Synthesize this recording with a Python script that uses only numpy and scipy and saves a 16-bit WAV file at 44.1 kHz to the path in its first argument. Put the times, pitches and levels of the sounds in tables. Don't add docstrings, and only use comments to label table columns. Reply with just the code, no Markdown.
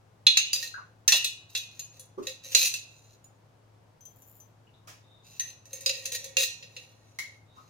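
import sys
import numpy as np
from scipy import signal
from scipy.fft import rfft, irfft, next_fast_len
from scipy.io import wavfile
from scipy.ndimage import map_coordinates

SR = 44100
rng = np.random.default_rng(int(sys.argv[2]) if len(sys.argv) > 2 else 0)


def inscribe(sig):
    pcm = np.round(np.clip(np.atleast_2d(sig).T, -1, 1) * 32767)
    wavfile.write(sys.argv[1], SR, pcm.astype(np.int16))


N = 339296
SIZE = 32768
HZ = np.fft.rfftfreq(SIZE, 1 / SR)
T = np.arange(SIZE) / SR

# start in seconds, level in dB, brightness in dB, neck ring in dB,
# mode favoured by the contact point in Hz, its ping in dB.
STRIKES = [ (0.2668, -15, -9.5, 5, 4150, 0.5), (0.3712, -15, -5.5, -17, 6455, 3),
           (0.5306, -25, 4.5, -17, 4790, 6), (0.5597, -32, -5.5, -25.5, 4933, 2),
           (0.627, -33.5, 1.5, -19.5, 1852, -0.5), (1.078, -17.5, 4, -18, 5770, 1.5),
           (1.121, -14.5, -3.5, -10, 2658, -1.5), (1.2439, -25.5, 3, -5, 3817, -9),
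           (1.55, -26.5, -5, -5, 4190, -1), (1.7935, -39, 5, -26, 6660, 8),
           (1.9951, -52, 12, -10, 10980, -3.5), (2.269, -31.5, -1.5, -11, 3830, -2),
           (2.548, -15.5, -1, -18.5, 4160, 6), (2.739, -29.5, 2.5, -11.5, 2657, 5),
           (3.2416, -66, 14.5, -16, 6940, 4), (5.396, -33.5, 3.5, -17, 6156, 11.5),
           (5.655, -56.5, 6.5, -27, 6170, 4.5), (5.731, -44.5, 11, -21, 6360, 9),
           (5.808, -48, 10, -24, 6060, 3), (5.8601, -23, -0.5, -15.5, 4870, 2.5),
           (5.893, -25.5, -3.5, -21, 4880, -9), (6.055, -32.5, 4.5, -18, 6140, -8),
           (6.148, -35, 5.5, -21, 1878, 1), (6.242, -40.5, 6, -10.5, 6500, -10),
           (6.368, -20.5, -2.5, -12.5, 2750, 1), (6.626, -44.5, -11.5, -20.5, 5000, 0),
           (6.765, -39.5, -7.5, -13, 2810, -3.5)]
# frequency in Hz, dB per dB of brightness.
BRIGHT_TILT = [(600, -0.03), (2600, -0.25), (4200, -0.06), (6400, 0.52), (8500, 1.09)]
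# frequency in Hz, level in dB, t60 in seconds.
NECK_MODES = [(3440, -1, .28), (3819, 1, .23), (4150, -7, .16), (4205, -5, .18), (6966, -18, .3),
              (8258, -27, .25), (9116, -30, .2), (10612, -35, .2)]
WALL_MODES = [(2507, -26, 0.57), (2820, -21, .4), (2672, -18, 0.2), (2960, -23.5, 0.39)]
SPOON_MODES = [(3895, -8, .45), (4172, -2, .38), (5907, -2, .38), (6119, 0, .4), (6404, -9, .35),
               (6966, -8, .55), (7825, -12, .28), (9450, -19, .35), (10944, -11, .27), (11820, -13, .25),
               (14204, -10, .2), (14917, -4, .17)]


def clinks(snap_t60_s=0.022, chatter_tau_s=0.018, chatter_db=-10, blow_db=29, spoon_db=-26):
    out = np.zeros((2, N))
    rise = 1 - np.exp(-T / 0.0008)
    for start_s, db, bright_db, neck_db, ping_hz, ping_db in STRIKES:
        colour = amp(bright_db * along(BRIGHT_TILT))
        snap = fade(snap_t60_s * 10 ** (-bright_db / 40))
        chatter = amp(chatter_db + 2.3 * wobble(300, SIZE)) * np.exp(-T / chatter_tau_s)
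        contact = unit_energy(force(rise * (snap + chatter), spread=0.44))
        gain = np.hypot(jar_response() * colour, hollow_knock(start_s, db, base_db=-28))
        blow = amp(blow_db) * through(contact, gain)
        ping = ring([(ping_hz, ping_db, 0.12)], scatter_db=1, rattle_rad=0.26)
        neck = amp(neck_db + 1) * ring(NECK_MODES, scatter_db=3)
        spoon = amp(spoon_db - 0.4 * neck_db) * ring(SPOON_MODES, scatter_db=2.5)
        wall = amp(2) * ring(WALL_MODES, scatter_db=2.5)
        ringing = through(rise * (ping + neck + spoon + wall), colour)
        add(out, start_s, amp(db) * jar_radiation(blow + ringing))
    return out


# start in seconds, length in seconds, level in dB.
STROKES = [ (0.548, 0.14, -42), (1.13, .05, -27.5), (1.486, 0.13, -54), (1.555, 0.027, -32.5),
           (1.7, 0.097, -59.5), (1.92, 0.0683, -60), (2.219, 0.099, -48), (2.429, 0.096, -46),
           (2.509, 0.038, -38), (2.557, .085, -24), (2.645, .039, -25), (2.849, 0.307, -64),
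           (5.229, .16, -56.5), (5.411, 0.11, -52), (5.683, 0.28, -53), (5.916, .19, -49.5),
           (6.115, .05, -33), (6.18, .19, -61), (6.373, .072, -25.5), (6.548, 0.38, -62.5),
           (6.901, .48, -70.5), (7.532, .16, -69)]


def scrapes(grit_db=5, clump_db=2, swell_share=0.16, release_s=0.013, spoon_db=-10, ring_on_db=-10):
    out = np.zeros((2, N))
    damped_spoon = amp(spoon_db) * body([(hz, 40, db) for hz, db, _ in SPOON_MODES])
    for start_s, length_s, db in STROKES:
        colour = amp(along([(7000, 0.003), (12000, 7.5 + 0.095 * db)]))
        swell = np.clip(T / (swell_share * length_s), 0, 1)
        pressure = swell * np.clip((length_s - T) / release_s + 0.5, 0, 1)
        slips = np.minimum(wobble(500, SIZE), 1.3)
        jerks = amp(grit_db * slips + clump_db * wobble(33, SIZE))
        rub = np.linalg.norm(pressure) * unit_energy(force(pressure * jerks, spread=0.25))
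        hollow = hollow_knock(start_s + length_s / 2, db, base_db=-30)
        gain = np.hypot(colour * np.hypot(jar_response(), damped_spoon), hollow)
        free_spoon = unit_energy(ring(SPOON_MODES, scatter_db=2.5))
        ring_on = amp(ring_on_db) * signal.fftconvolve(rub, free_spoon, axes=1)[:, :SIZE]
        add(out, start_s, amp(db) * jar_radiation(through(rub, gain) + ring_on))
    return out


# frequency in Hz, width in Hz, level in dB.
JAR_PEAKS = [(1977, 520, -18.5), (2374, 90, -11), (2673, 260, -1), (3310, 110, -15), (3867, 160, 0.5),
             (4156, 340, -3.5), (4957, 172, -4), (5876, 190, -3), (6120, 370, -4.5), (6370, 340, -3.5),
             (6960, 410, -2), (8220, 300, -11.5), (9180, 760, -13.5), (10915, 740, -18.5),
             (11940, 300, -13), (14915, 268, -16)]
# frequency in Hz, level in dB.
JAR_FLOOR = [(60, -72.5), (150, -44.5), (400, -37), (1200, -29), (2400, -23), (4000, -8), (6800, -17.5),
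             (7700, -38), (11000, -20), (15800, -29)]


def jar_response(scatter_db=1):
    peaks = [(hz, width_hz, db + scatter_db * rng.standard_normal()) for hz, width_hz, db in JAR_PEAKS]
    return body(peaks, floor=amp(along(JAR_FLOOR) - 1))


# frequency in Hz, width in Hz, level in dB.
HOLLOW_PEAKS = [(511.3, 45, -4), (528, 49, -0.5), (1874, 83, -6.5), (2235, 130, -13.5)]
# time in seconds, depth from 0 to 1.
SPOON_DEPTH = [(.3, 0), (.6, .45), (1.1, .65), (1.6, 0.2), (2.3, 0.89), (2.55, 0.62), (2.8, 0), (5.3, 0.19),
               (5.75, 0.89), (6.4, 0.99), (6.9, 0.48)]


def hollow_knock(time_s, contact_db, base_db, depth_range_db=31):
    depth = np.interp(time_s, *np.transpose(SPOON_DEPTH))
    return amp(base_db + depth_range_db * (depth - 1) - 0.58 * contact_db) * body(HOLLOW_PEAKS)


# frequency in Hz, left minus right in dB.
JAR_BALANCE = [(60, 5), (120, 3.0), (240, 2), (480, 2.5), (950, -1), (1890, 2), (3770, -3), (7520, -0.5),
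               (15000, 6.5)]


def jar_radiation(x, twist_rad=0.94, length_s=0.7):
    phase = twist_rad * np.minimum(HZ / 5000, 1) * wobble(60, SIZE // 2 + 1)
    sides = np.array([[1], [-1]])
    paths = amp(sides * along(JAR_BALANCE) / 2) * np.exp(1j * sides * phase)
    return irfft(rfft(x) * paths, SIZE) * (T < length_s)


# start in seconds, level in dB.
CUP_TAPS = [(4.008, -60.5), (4.053, -50.5), (4.22, -57), (4.401, -56)]
# frequency in Hz, width in Hz, level in dB.
CUP_PEAKS = [(3170, 204, -16), (6230, 85, -6.5), (7050, 390, -2), (9200, 620, -11.5), (12090, 1200, -3.5),
             (13140, 1500, -12), (14960, 900, -8)]
# frequency in Hz, level in dB, t60 in seconds.
CUP_MODES = [(3260, -15.5, 0.46), (6140, 2, 0.15)]


def pouring(start_s=3.98, rise_s=0.17, hold_s=0.22, fall_s=0.15, seeds_per_s=600, clump_db=2):
    out = np.zeros((2, N))
    cup = body(CUP_PEAKS, floor=amp(along([(500, -43), (3000, -20.5), (15000, -19.5)])))
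    for tap_s, db in CUP_TAPS:
        tap = amp(24) * through(unit_energy(force(fade(0.05), spread=0.53)), cup)
        add(out, tap_s, amp(db) * (tap + amp(-1.5) * ring(CUP_MODES, scatter_db=3)))
    seeds = unit_rms((rng.random(N) < seeds_per_s / SR) * rng.standard_normal(N))
    corners_s = np.cumsum([start_s, rise_s, hold_s, fall_s])
    flow = np.interp(np.arange(N) / SR, corners_s, [0, 1, 1, 0]) * amp(-66.5 + clump_db * wobble(14))
    treble = amp(along([(3000, -9.5), (7000, -3.5), (12000, 0)]))
    tick = unit_energy(through(force(fade(0.002), spread=0.55), cup * treble))
    out += signal.fftconvolve((seeds * flow)[None], tick, axes=1)[:, :N]
    return amp([[5.5], [1]]) * delay_left(out, samples=12)


# start in seconds, level in dB, pitch in Hz, width in Hz, click in dB, t60 in seconds.
PLINKS = [ (.738, -39, 1515, 162, -39.5, 0.078), (.776, -46, 1235, 414, -33.5, 0.067),
          (1.08, -32, 1840, 260, -26.5, .02), (1.122, -39.5, 900, 820, -23, .087),
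          (2.174, -37, 383, 150, -42, 0.15), (2.178, -47.5, 1143, 307, -16, 0.18),
          (4.668, -69.5, 2780, 400, -32, 0.096), (4.738, -67.5, 3760, 500, -27, 0.089),
          (4.872, -53, 1450, 1740, 5, 0.2), (5.397, -46, 1870, 199, -35, 0.0094),
          (7.187, -36.5, 2150, 280, -2, 0.015), (7.565, -53, 1197, 263, -13, .25)]
# frequency in Hz, level in dB.
CLICK_SPECTRUM = [(200, -17.5), (900, -10), (2200, -0.5), (4000, -6), (6200, -1.5), (8000, -12.5),
                  (15000, -14)]


def plinks(rise_s=0.00084, gain_db=30):
    out = np.zeros((2, N))
    click_gain = unit_rms(amp(along(CLICK_SPECTRUM)))
    for start_s, db, hz, width_hz, click_db, t60_s in PLINKS:
        push = force(fade(t60_s) * (1 - np.exp(-T / rise_s)), spread=0.64)
        tone = unit_energy(through(push, body([(hz, width_hz, 0)])))
        click = amp(click_db) * unit_energy(through(push, click_gain))
        add(out, start_s, amp(db + gain_db) * (tone + click))
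    return delay_left(out, samples=15)


# start in seconds, length in seconds, level in dB, pitch in Hz.
SQUEAKS = [(4.992, 0.3, -71.5, 3680), (7.453, 0.15, -71, 3760)]


def squeaks(width_hz=200):
    out = np.zeros((2, N))
    for start_s, length_s, db, hz in SQUEAKS:
        swell = np.sin(np.pi * np.minimum(T / length_s, 1))
        add(out, start_s, amp(db) * through(force(swell, spread=0.76), body([(hz, width_hz, 0)])))
    return out


# frequency in Hz, t60 in seconds.
ROOM_T60 = [(200, 0.29), (1000, 0.23), (2700, 0.45), (6500, 0.34), (10000, 0.29), (15000, 0.21)]


def kitchen(x, early_db=-3, blocks=8):
    out = np.zeros((2, N + SIZE))
    edges = np.linspace(0, N, blocks + 1).astype(int)
    for a, b in zip(edges, edges[1:]):
        hz, t, noise = signal.stft(rng.standard_normal((2, SIZE)), SR, nperseg=256)
        decay = fade(along(ROOM_T60, hz)[:, None], t)
        tail = signal.istft(noise * decay, SR, nperseg=256)[1][:, :SIZE]
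        tail = unit_energy(tail * np.clip(T / 0.0036, 0, 1))
        arrivals = (rng.random(SIZE) < 0.015) * (T > 0.002)
        early = unit_energy(rng.standard_normal((2, SIZE)) * arrivals * fade(0.11))
        out[:, a:b + SIZE - 1] += signal.fftconvolve(x[:, a:b], tail + amp(early_db) * early, axes=1)
    return out[:, :N]


# frequency in Hz, level in dB.
HUM_TONES = [(107.7, -63.5), (140.0, -78), (263.8, -81)]


def hum(waver_db=1.1, waver_rad=0.35):
    out, t = np.zeros(N), np.arange(N) / SR
    for hz, db in HUM_TONES:
        peak = np.sqrt(2) * amp(db + waver_db * wobble(7))
        out += peak * np.sin(2 * np.pi * hz * t + waver_rad * wobble(7))
    return out


# frequency in Hz, relative density in dB.
AIR_SPECTRUM = [(20, -20), (60, -19.5), (80, -12), (100, -7.5), (150, -9.5), (230, -18.5), (500, -17),
                (900, -19.5), (1900, -30), (4200, -36), (6500, -38), (8500, -43), (15200, -48.5),
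                (16500, -56.5)]
# frequency in Hz, coherence from 0 to 1.
AIR_COHERENCE = [(30, 0.3), (100, 1), (400, 0.4), (1200, 0), (5000, .15)]


def room_air(level_db=-64):
    size = next_fast_len(N)
    hz = np.fft.rfftfreq(size, 1 / SR)
    angle = np.arccos(np.clip(along(AIR_COHERENCE, hz), 0, 1)) / 2
    gain = amp(along(AIR_SPECTRUM, hz))
    gain /= np.sqrt(np.mean((gain * (hz > 150)) ** 2))
    spectrum = rfft(rng.standard_normal((2, size))) * gain
    mid, side = irfft(spectrum * [np.cos(angle), np.sin(angle)], size)[:, :N]
    return amp(level_db) * np.array([mid + side, mid - side])


def force(envelope, spread):
    return envelope * (rng.standard_normal(SIZE) + spread * rng.standard_normal((2, SIZE)))


def ring(modes, scatter_db, rattle_rad=0.24):
    out = np.zeros((2, SIZE))
    jostle = rattle_rad * wobble(150, 2 * SIZE)
    for hz, db, t60_s in modes:
        phase = rng.uniform(0, 2 * np.pi) + rng.normal(0, 0.67, (2, 1))
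        phase = phase + jostle[rng.integers(SIZE):][:SIZE]
        envelope = amp(db + scatter_db * rng.standard_normal()) * fade(t60_s)
        out += envelope * np.sin(2 * np.pi * hz * T + phase)
    return out


def body(peaks, floor=0):
    power = sum(amp(db) ** 2 / (1 + ((HZ - hz) / (width_hz / 2)) ** 2) ** 2 for hz, width_hz, db in peaks)
    return unit_rms(np.sqrt(floor ** 2 + power))


def through(x, gain):
    cepstrum = irfft(np.log(np.maximum(gain, 1e-6)))
    cepstrum[1:SIZE // 2] *= 2
    cepstrum[SIZE // 2 + 1:] = 0
    return irfft(rfft(x) * np.exp(rfft(cepstrum)), SIZE)


def amp(db):
    return 10 ** (np.asarray(db) / 20)


def unit_rms(x):
    return x / np.sqrt(np.mean(x ** 2) + 1e-20)


def unit_energy(x):
    return x / (np.linalg.norm(x, axis=-1, keepdims=True) + 1e-20)


def along(points, hz=HZ):
    knots_hz, values = np.transpose(points)
    return np.interp(np.log(hz + 1), np.log(knots_hz + 1), values)


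def fade(t60_s, t=T):
    return amp(-60 * t / t60_s)


def wobble(knots_per_s, size=N):
    knots = rng.standard_normal(int(size * knots_per_s / SR) + 4)
    return map_coordinates(knots, [np.arange(size) * knots_per_s / SR])


def delay_left(x, samples):
    return np.array([np.roll(x[0], samples), x[1]])


def add(track, start_s, x):
    i = max(round(start_s * SR), 0)
    track[:, i:i + SIZE] += x[:, :max(N - i, 0)]


def scene():
    spoon_work = clinks() + scrapes() + pouring()
    small_sounds = plinks() + squeaks()
    reverb = kitchen(amp(-8) * spoon_work + small_sounds)
    background = (hum() + room_air()) * amp([[1.2], [-1.2]])
    return amp(-2) * spoon_work + amp(-3.5) * small_sounds + reverb + background


def record(dry):
    ceiling, top_hz = 0.9, 15950
    rounded = dry / (1 + np.abs(dry / ceiling) ** 6) ** (1 / 6)
    size = next_fast_len(N + SIZE)
    passband = np.fft.rfftfreq(size, 1 / SR) < top_hz
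    return irfft(rfft(rounded, size) * passband, size)[:, :N]


dry = scene()
out = record(dry)
inscribe(out)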